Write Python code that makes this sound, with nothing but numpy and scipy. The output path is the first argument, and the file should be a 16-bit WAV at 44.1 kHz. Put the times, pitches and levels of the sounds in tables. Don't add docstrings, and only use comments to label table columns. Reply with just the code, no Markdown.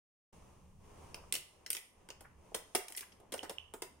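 import sys
import numpy as np
from scipy import signal
from scipy.fft import rfft, irfft
from scipy.io import wavfile

SR = 44100
rng = np.random.default_rng(int(sys.argv[2]) if len(sys.argv) > 2 else 0)


def unload_wav(signal):
    wavfile.write(
        sys.argv[1],
        SR,
        np.round(np.clip(np.atleast_2d(signal).T, -1, 1) * 32767).astype(np.int16),
    )


N = 176400

# start in seconds, contact time in seconds, case, panel and edge gain in dB.
TOKEN_TAPS = [(1.1442, 0.0005, -51.5, -44.5, -51.5), (1.3243, 0.0006, -54.5, -35, -31),
              (1.3398, 0.001, -53.5, -38.5, -39.5), (1.3523, 0.0012, -52, -38, -38.5),
              (1.363, 0.001, -56, -46, -48), (1.6628, 0.0006, -63, -44.5, -52),
              (1.7032, 0.0008, -57.5, -39.5, -31), (1.73, 0.0007, -65, -43.5, -36.5),
              (1.7496, 0.0008, -57.5, -43.5, -46), (1.7675, 0.0007, -59, -42.5, -45.5),
              (2.088, 0.001, -55.5, -55, -58.5), (2.103, 0.0008, -54, -47, -60.5),
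              (2.8828, 0.001, -68, -50, -49.5), (2.901, 0.003, -57, -66, -53),
              (2.9222, 0.001, -63, -53, -49), (2.9492, 0.001, -89, -50, -58), (2.964, 0.002, -73, -64, -44),
              (2.9732, 0.0015, -64, -46.5, -40.5), (2.977, 0.002, -68, -46, -44),
              (2.9922, 0.002, -67, -53, -48), (3.008, 0.001, -63.5, -50, -47)]
# start and contact time in seconds, case, panel, edge gain in dB.
KNOCKS = [(2.207, 0.0036, -57.5, -60.5, -56.5), (2.5447, 0.0021, -41, -38, -39),
          (2.5475, 0.0019, -40, -52.5, -40), (2.7492, 0.00088, -34, -42, -39),
          (2.751, 0.00089, -36, -34.5, -31), (2.7535, 0.0019, -40, -36.5, -34.5),
          (2.7615, 0.00082, -52, -44, -49), (2.7905, 0.00081, -72, -60, -66),
          (3.12, 0.0032, -70, -60.5, -74), (3.2005, 0.0038, -60.5, -73, -69),
          (3.3212, 0.0029, -46, -44.5, -45.5), (3.328, 0.0018, -51, -49, -57),
          (3.339, 0.0021, -37.5, -44.5, -41), (3.378, 0.003, -51.5, -52.5, -57),
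          (3.4295, 0.0033, -43, -49, -51.5), (3.442, 0.0044, -52, -56, -57),
          (3.4952, 0.0031, -42.5, -46, -43.5), (3.502, 0.0021, -47, -51.5, -61),
          (3.738, 0.003, -44, -54.5, -47.5), (3.8203, 0.0028, -42, -43, -42)]
# frequency in Hz, relative level in dB, T60 in seconds.
CASE_MODES = [(275, -12.5, 0.025), (363.4, -0.5, 0.047), (437, 2.5, 0.04), (516, -2, .05),
              (693, -7.5, 0.069), (914, -5, 0.033), (1150, -15, 0.029), (1452, -9, 0.045)]
PANEL_MODES = [(1820, -9, 0.02), (2064, 0, 0.016), (2822, -2.5, 0.019), (3196, 1, 0.015),
               (4626, -4.5, 0.0074), (5276, 1.5, 0.013), (6410, -5, .01)]
EDGE_MODES = [(8610, 0, 0.013), (9100, 1, 0.0095), (9770, 1, 0.014), (10450, -8, 0.0099), (11500, -8, .012),
              (12750, -5, 0.0072), (14600, -9.5, .01)]
# frequency in Hz, relative density in dB.
DENSE_SPECTRUM = [(120, -19.5), (300, 6), (600, 3), (1200, -1.5), (3000, 0), (4000, -3), (5500, -1.5),
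                  (7500, -2.5), (9300, -1.5), (11000, -8), (16000, -6.5)]
# low and high limit in Hz, dense-mode level in dB, their T60 in seconds,
# left-right likeness, left minus right in dB.
CASE_RANGE = (171.5, 1501.5, -2.5, 0.07, 0.87, -2.5)
PANEL_RANGE = (1501.5, 7200, -0.5, 0.0544, 0.36, -0.5)
EDGE_RANGE = (7201, 16499.5, -3.5, 0.16, 0.3, 0)
# start in seconds, level in dB, pitch in Hz.
SQUEAKS = [(3.3921, -31, 2990), (3.5835, -29, 2955)]
# start in seconds, length in seconds, level in dB, band centre in Hz.
RUBS = [(1.157, 0.043, -58, 706), (1.234, 0.013, -59, 880), (2.209, 0.022, -57.5, 543),
        (2.241, 0.034, -60.5, 1300), (2.306, 0.016, -67.5, 1280), (2.516, 0.016, -54.5, 540),
        (3.021, 0.021, -51, 1650), (3.196, 0.057, -63.5, 597), (3.432, 0.037, -52.5, 1380)]
# frequency in Hz, T60 in seconds (negative: the band swells).
ROOM_T60 = [(200, -0.38), (530, .5), (1400, 0.52), (3700, 0.46), (9700, 0.46), (15000, 0.39)]
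# frequency in Hz, level against the direct sound in dB.
ROOM_LEVEL = [(200, -9.5), (500, -8), (1400, -4.5), (3000, -7), (5500, -9.5), (9500, -10.5), (15000, -16)]
# time in seconds, then rumble, murmur and hiss level in dB.
BACKGROUND_LEVELS = [(.33, -59, -63.5, -70.5), (.5, -61.5, -65, -73.5), (0.779, -60.5, -74, -80),
                     (0.858, -60, -63, -72), (1.05, -58.5, -58.5, -67.5), (1.3, -60, -65, -73),
                     (1.5, -74, -71.5, -78), (1.64, -69, -66.5, -76.5), (1.9, -79.5, -74.5, -88),
                     (1.99, -66.5, -67.5, -77.5), (2.36, -64, -71, -81), (2.46, -63, -64.5, -74),
                     (2.9, -75, -73.5, -69), (3.25, -68.5, -67.5, -80.5), (4.0, -68.5, -72, -80.5)]
# frequency in Hz, relative density in dB.
RUMBLE_SPECTRUM = [(15, -5.5), (27, 2), (45, -10), (62, -6.5), (77, 4), (100, -7.5), (190, -8.5),
                   (300, -24), (600, -51.5)]
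MURMUR_SPECTRUM = [(100, -19.5), (200, -5.5), (400, 3.5), (700, -2), (1050, 0), (1500, -13.5), (2800, -14),
                   (4000, -28), (8000, -49)]
HISS_SPECTRUM = [(1000, -20), (2800, 3), (4000, -3.5), (6200, 4), (7800, -0.5), (9300, 4.5), (11500, -7.5),
                 (16000, -12)]


def contacts(rows, size=1024, slips=12, slip_db=1, ref_contact_s=0.00071):
    out = np.zeros((2, N))
    for start_s, contact_s, case_db, panel_db, edge_db in rows:
        when = np.sort(rng.uniform(0, 2, slips))
        slip_samples = np.clip((when * contact_s * SR).astype(int), 1, size - 1)
        force = np.zeros(size)
        force[slip_samples] = rng.standard_normal(slips) * np.exp(-when / 2)
        force = unit(force) * from_db(slip_db) * np.sqrt(contact_s / ref_contact_s)
        force[0] = 1
        case = from_db(case_db) * ring(force, CASE_MODES, CASE_RANGE)
        panels = from_db(panel_db) * ring(force, PANEL_MODES, PANEL_RANGE)
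        edges = from_db(edge_db) * ring(force, EDGE_MODES, EDGE_RANGE)
        add(out, start_s, case + panels + edges)
    return out


def ring(force, modes, part_range, size=4096):
    low_hz, high_hz, dense_db, dense_t60_s, likeness, pan_db = part_range
    t = np.arange(size) / SR
    spread_rad = np.pi * np.sqrt(1 - likeness) / 2
    tones = 0
    for hz, db, t60_s in modes:
        phase = rng.uniform(0, 2 * np.pi) + spread_rad * rng.standard_normal((2, 1))
        detuned_hz = hz * (1 + .015 * rng.standard_normal())
        mode = np.sin(2 * np.pi * detuned_hz * t + phase) * from_db(-60 * t / t60_s)
        driven = signal.fftconvolve(mode, force[None], axes=1)[:, :size]
        tones = tones + unit(driven) * from_db(db + 2.4 * rng.standard_normal((2, 1)))
    dense = noise(DENSE_SPECTRUM, likeness, size) * from_db(-60 * t / dense_t60_s)
    dense = band(signal.fftconvolve(dense, force[None], axes=1)[:, :size], low_hz, high_hz)
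    ringing = unit(band(tones, low_hz, high_hz)) + from_db(dense_db) * unit(dense)
    return unit(ringing) * pan(pan_db) * np.sqrt(SR / 100)


def button_squeaks(size=1024, rise_s=0.001, octave_db=-23.5, pan_db=-8, right_lag_s=.00009):
    out = np.zeros((2, N))
    t = np.maximum(np.arange(size) / SR - np.array([[0], [right_lag_s]]), 0)
    swell = (t / rise_s * np.exp(1 - t / rise_s)) ** 2
    for start_s, db, hz in SQUEAKS:
        phase = 2 * np.pi * hz * t
        tone = np.sin(phase) + from_db(octave_db) * np.sin(2 * phase)
        add(out, start_s, from_db(db) * swell * tone * pan(pan_db))
    return out


def rubs(half_width_oct=0.66, grain_db=4):
    out = np.zeros((2, N))
    t = np.arange(SR // 8) / SR
    grain_times_s = t[::64]
    for start_s, length_s, db, hz in RUBS:
        white = noise([(100, 0), (5000, 0)], likeness=0.47, size=len(t))
        roughness = np.interp(t, grain_times_s, rng.standard_normal(len(grain_times_s)))
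        grains = white * from_db(grain_db * roughness)
        stroke = unit(band(grains, hz * 2 ** -half_width_oct, hz * 2 ** half_width_oct)) * np.sqrt(len(t))
        arch = np.sin(np.pi * np.minimum(t / length_s, 1))
        add(out, start_s, from_db(db) * stroke * arch)
    return out


def room(x, bands=14, gap_s=0.0052, build_s=0.0056, early_db=2, early_t60_s=0.12):
    t = np.arange(int(.6 * SR)) / SR
    onset = np.clip((t - gap_s) / build_s, 0, 1)
    limits_hz = np.geomspace(140, 17000, bands + 1)
    response = 0
    for low_hz, high_hz in zip(limits_hz, limits_hz[1:]):
        hz = np.sqrt(low_hz * high_hz)
        envelope = from_db(-60 * t / at_hz(ROOM_T60, hz)) + from_db(early_db - 60 * t / early_t60_s)
        tail = band(pair(np.exp(-hz / 900), len(t)), low_hz, high_hz) * onset * envelope
        gain = np.sqrt(2 * (high_hz - low_hz) / SR) * from_db(at_hz(ROOM_LEVEL, hz))
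        response = response + unit(tail) * gain
    return signal.fftconvolve(x, response, axes=1)[:, :N]


def background(start_s=0.3255, fade_s=.005):
    t = np.arange(N) / SR
    times_s, *levels_db = np.transpose(BACKGROUND_LEVELS)
    rumble = noise(RUMBLE_SPECTRUM, likeness=0.91, size=N)
    murmur = noise(MURMUR_SPECTRUM, likeness=0.43, size=N)
    hiss = noise(HISS_SPECTRUM, likeness=0.071, size=N)
    bed = sum(from_db(np.interp(t, times_s, db)) * x for db, x in zip(levels_db, (rumble, murmur, hiss)))
    return bed * np.clip((t - start_s) / fade_s, 0, 1)


def from_db(db):
    return 10 ** (np.asarray(db) / 20)


def unit(x):
    return x / np.sqrt(np.mean(np.sum(x ** 2, axis=-1)) + 1e-20)


def at_hz(points, hz):
    points_hz, values = np.transpose(points)
    return np.interp(np.log(np.maximum(hz, 1)), np.log(points_hz), values)


def pan(db):
    gains = from_db(np.array([[db / 2], [-db / 2]]))
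    return gains / np.sqrt(np.mean(gains ** 2))


def pair(likeness, size):
    mid, side = rng.standard_normal((2, size))
    return (np.sqrt(1 + likeness) * mid + np.sqrt(1 - likeness) * np.array([side, -side])) / np.sqrt(2)


def noise(spectrum, likeness, size):
    gain = from_db(at_hz(spectrum, np.fft.rfftfreq(size, 1 / SR)))
    return unit(irfft(rfft(pair(likeness, size)) * gain, size)) * np.sqrt(size)


def band(x, low_hz, high_hz):
    return signal.sosfilt(signal.butter(3, [low_hz, high_hz], "band", fs=SR, output="sos"), x)


def add(out, start_s, x):
    i = int(start_s * SR)
    out[:, i:i + x.shape[1]] += x[:, :N - i]


def scene(contact_db=-0.5):
    toy = from_db(contact_db) * (contacts(TOKEN_TAPS) + contacts(KNOCKS)) + button_squeaks() + rubs()
    return toy + room(toy) + background()


def record(dry, cutoff_hz=15800):
    return signal.sosfilt(signal.ellip(10, .2, 70, cutoff_hz, fs=SR, output="sos"), dry)


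dry = scene()
out = record(dry)
unload_wav(out)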